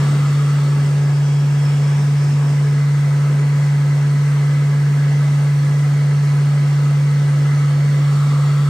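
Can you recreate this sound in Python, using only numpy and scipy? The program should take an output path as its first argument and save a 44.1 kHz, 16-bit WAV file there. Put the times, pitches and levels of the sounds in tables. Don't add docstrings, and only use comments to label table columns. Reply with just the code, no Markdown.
import sys
import numpy as np
from scipy import signal
from scipy.io import wavfile
from scipy.ndimage import uniform_filter1d

SR = 44100
rng = np.random.default_rng(int(sys.argv[2]) if len(sys.argv) > 2 else 0)


def int16_out(signal):
    q = np.round(np.clip(np.atleast_2d(signal).T, -1, 1) * 32767)
    wavfile.write(sys.argv[1], SR, q.astype(np.int16))


N = 383229
FRAME, OVERLAP = 4096, 3072


def gain_of(db):
    return 10 ** (np.asarray(db) / 20)


def curve_at(points, hz):
    point_hz, value = np.transpose(points)
    return np.interp(np.log(hz + 1), np.log(point_hz + 1), value)


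def bumps(rows, hz):
    return sum(db * np.exp(-2 * ((hz - centre) / width) ** 2) for centre, width, db in rows)


def drift(t, rate_hz, count=16):
    speeds = np.geomspace(rate_hz / 10, rate_hz, count)
    coarse = np.linspace(0, t[-1], N // 128)
    wave = np.sin(2 * np.pi * (np.outer(coarse, speeds) + rng.random(count))) @ speeds ** -.5
    return np.interp(t, coarse, wave / np.sqrt(np.sum(1 / speeds) / 2))


def patches(shape, frames, bins):
    field = uniform_filter1d(rng.standard_normal(shape), frames, 0)
    field = uniform_filter1d(field, bins, 1)
    return field / field.std()


def stays(rows, t, come_s, go_s):
    def ease(u):
        return .5 + .5 * np.sin(np.pi * np.clip(u, -.5, .5))
    return sum(amount * ease((t - start) / come_s) * ease((end - t) / go_s)
               for start, end, amount in rows)


# (frequency [Hz], likeness [0-1])
LIKENESS = [(150, .996), (260, .95), (500, .83), (900, .77), (1500, .58), (2200, .62), (3000, .3),
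            (4300, .68), (5500, .42), (6900, .42), (8200, .8), (9400, .78), (10100, .98), (11200, .7),
            (13800, .98), (15000, .8)]
# (frequency [Hz], phase [radians])
LEFT_LEAD = [(200, 0), (1000, .6), (1700, .2), (3100, 1.9), (3600, 0), (4600, .1), (5400, .9), (6500, .5),
             (7500, .9), (8400, 0), (10100, -3.1), (12000, -6.2), (13800, -9.4), (15500, -12.5)]
# (frequency [Hz], left minus right [dB])
BALANCE = [(150, 3.5), (400, 0.3), (1100, 1.4), (2200, -1.5), (3000, 2), (4200, 0), (5500, -1.5), (6600, 6),
           (7200, 2), (7800, 1), (9500, 0.5)]
def stereo(first, second, hz):
    same = curve_at(LIKENESS, hz)
    right = same * first + np.sqrt(1 - same ** 2) * second
    right = right * np.exp(-1j * curve_at(LEFT_LEAD, hz))
    left_gain = gain_of(curve_at(BALANCE, hz) / 2)
    return np.array([first * left_gain, right / left_gain])


def room_tone(t, cycles, hz, scatter=.28, rate_hz=2.0):
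    coarse = t[::256]
    first, second = (drift(coarse, rate_hz) + 1j * drift(coarse, rate_hz) for _ in range(2))
    direct = np.exp(-1j * np.array([[0], [curve_at(LEFT_LEAD, hz)]]))
    sides = direct + scatter * stereo(first, second, hz) / np.sqrt(2)
    tone = np.exp(2j * np.pi * (cycles + rng.random())) * np.sqrt(2 / (1 + scatter ** 2))
    return np.array([(np.interp(t, coarse, side) * tone).real for side in sides])


# (start [s], end [s], closeness [0-1])
LEANS = [(-0.5, 0.7, 0.77), (8, 10, 0.9)]
def closeness(t):
    return stays(LEANS, t, come_s=.43, go_s=.66)


# (frequency [Hz], level [dB])
HUM_TONES = [(59, -62), (95.6, -55), (120.0, -46.5), (166.8, -53), (199.2, -50), (248, -53)]
def hum(t):
    return sum(gain_of(db) * room_tone(t, hz * t, hz, scatter=.42) for hz, db in HUM_TONES)


# (time [s], strength [0-1])
BRUSHES = [(0.03, 1), (.8, 0.42)]
def brush_db(t, hz, fade_s=.21, lift_db=2.5, buffet_db=5, buffet_hz=520):
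    strength = sum(amount * np.exp(-abs(t - time) / fade_s) for time, amount in BRUSHES)
    return strength[:, None] * (lift_db + buffet_db * np.exp(-(hz / buffet_hz) ** 2 / 2))


# (frequency [Hz], width [Hz], peak level [dB per Hz])
NOZZLE_RINGS = [(1150, 120, -59.5), (1290, 170, -58.2)]
def nozzle_ring(hz):
    power = sum(gain_of(db) ** 2 / (1 + (2 * (hz - centre) / width) ** 2) ** 2
                for centre, width, db in NOZZLE_RINGS)
    return np.sqrt(power)


# (frequency [Hz], level [dB per Hz])
AIR_RUSH = [(20, -87), (45, -75.5), (90, -65), (190, -60), (350, -65), (800, -69.8), (2100, -72.5),
            (2500, -77.7), (4000, -80), (6500, -81), (9000, -84.7), (10300, -87.3), (12000, -94.5),
            (15500, -95)]
# (frequency [Hz], width [Hz], boost [dB])
HOUSING_PEAKS = [(199.6, 13, 5), (253, 12, 5), (293, 12, 2.5), (426.5, 52, 5.5), (508, 23, 5.5),
                 (559, 30, 4), (627, 13, 3), (732, 18, 2.5), (900, 100, 2), (1141, 33, 7), (1294, 85, 9),
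                 (1548, 137, 4), (1678, 56, 6.5), (1880, 63, 3), (2025, 102, 9.5), (2228, 79, 6.5),
                 (2434, 37, 3.5), (2730, 83, 5.5), (2920, 53, 5), (3120, 59, 2.8), (4310, 330, 4),
                 (5680, 540, 1.6), (8760, 640, 2)]
# (frequency [Hz], width [Hz], boost or cut [dB])
OUTLET_COLOUR = [(1520, 180, -2.5), (2680, 420, 1.5), (3620, 800, 4), (4632, 378, 2), (5460, 292, 1),
                 (7725, 1300, 2), (13900, 7900, 1.8)]
# (frequency [Hz], width [Hz], boost or cut [dB])
HAND_COLOUR = [(291, 750, 1.1), (786, 227, 1.8), (1370, 242, -2.6), (2025, 196, -6.2), (2409, 136, 2.0),
               (3130, 1702, 1.3), (4252, 403, -4.0), (5209, 589, 3.9), (7760, 1600, 1.6)]
# (start [s], end [s], share of the jet [0-1])
HAND_STAYS = [(-1, .94, 0.48), (.94, 2.65, 1)]
def rushing_air(ridge_db=1.6, ridge_above_hz=520, flutter_db=1.2, gust_db=.3):
    noise = rng.standard_normal((3, N)) * np.sqrt(SR / 2)
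    hz, t, spectra = signal.stft(noise, SR, nperseg=FRAME, noverlap=OVERLAP)
    first, second, direct = spectra.transpose(0, 2, 1)
    close = closeness(t)[:, None]
    hand = stays(HAND_STAYS, t, come_s=.38, go_s=.55)[:, None]
    db = curve_at(AIR_RUSH, hz) + bumps(HOUSING_PEAKS, hz)
    db = db + close * (bumps(OUTLET_COLOUR, hz) - .5) + hand * bumps(HAND_COLOUR, hz)
    db += brush_db(t, hz)
    db += ridge_db * patches(db.shape, frames=180, bins=3) * hz / (hz + ridge_above_hz)
    finger_db = hand * bumps([(5250, 700, 1.5)], hz)
    db += (flutter_db + finger_db) * patches(db.shape, frames=3, bins=30)
    db += gust_db * drift(t, rate_hz=4.1)[:, None]
    rush = stereo(first, second, hz) * gain_of(db)
    ring = direct * nozzle_ring(hz) * close
    _, sound = signal.istft((rush + ring).transpose(0, 2, 1), SR, nperseg=FRAME, noverlap=OVERLAP)
    return sound[:, :N]


# (start [s], end [s], openness [1 = unshaded])
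WHINE_SWELLS = [(.1, .82, .45), (1.22, 1.45, 1.3), (1.53, 2.0, 1.2)]
def whine(t, cycles, hz, shaded_db=(-58, -68), open_db=-53.5, flicker_db=1.8):
    openness = .7 * closeness(t) + stays(WHINE_SWELLS, t, come_s=.12, go_s=.12)
    db = [side_db + openness * (open_db - side_db) + flicker_db * drift(t, rate_hz=6)
          for side_db in shaded_db]
    lag = np.array([[0], [curve_at(LEFT_LEAD, hz)]])
    return np.sqrt(2) * gain_of(db) * np.cos(2 * np.pi * cycles - lag)


def drone(t, cycles, start_db=-14.21, rise_db_per_s=.07, pan_db_per_s=.065, waver_db=.09):
    db = start_db + rise_db_per_s * t + waver_db * drift(t, rate_hz=6.4)
    db = db + np.outer([-.5, .5], pan_db_per_s * t)
    return np.sqrt(2) * gain_of(db) * np.sin(2 * np.pi * cycles)


# (frequency [multiple of the drone], level [dB])
FAN_OVERTONES = [(2, -54), (3, -53), (4, -57), (5, -60), (6, -62), (7, -50.5), (10, -59), (12, -62),
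                 (13, -61), (14, -59.5), (22, -64.5)]
def fan(t, drone_hz=143.21, wobble_hz=.04, whine_multiple=23, shade_db=-1.8):
    cycles = np.cumsum(drone_hz + wobble_hz * drift(t, rate_hz=3)) / SR
    deep_tone = drone(t, cycles)
    overtones = sum(gain_of(db) * room_tone(t, multiple * cycles, multiple * drone_hz)
                    for multiple, db in FAN_OVERTONES)
    overtones *= gain_of(shade_db * closeness(t))
    return deep_tone + overtones + whine(t, whine_multiple * cycles, whine_multiple * drone_hz)


def scene():
    t = np.arange(N) / SR
    return rushing_air() + fan(t) + hum(t)


def record(dry, cutoff_hz=15750):
    lowpass = signal.firwin(511, cutoff_hz, window=("kaiser", 9), fs=SR)
    return signal.oaconvolve(dry, lowpass[None], "same", axes=1)


dry = scene()
out = record(dry)
int16_out(out)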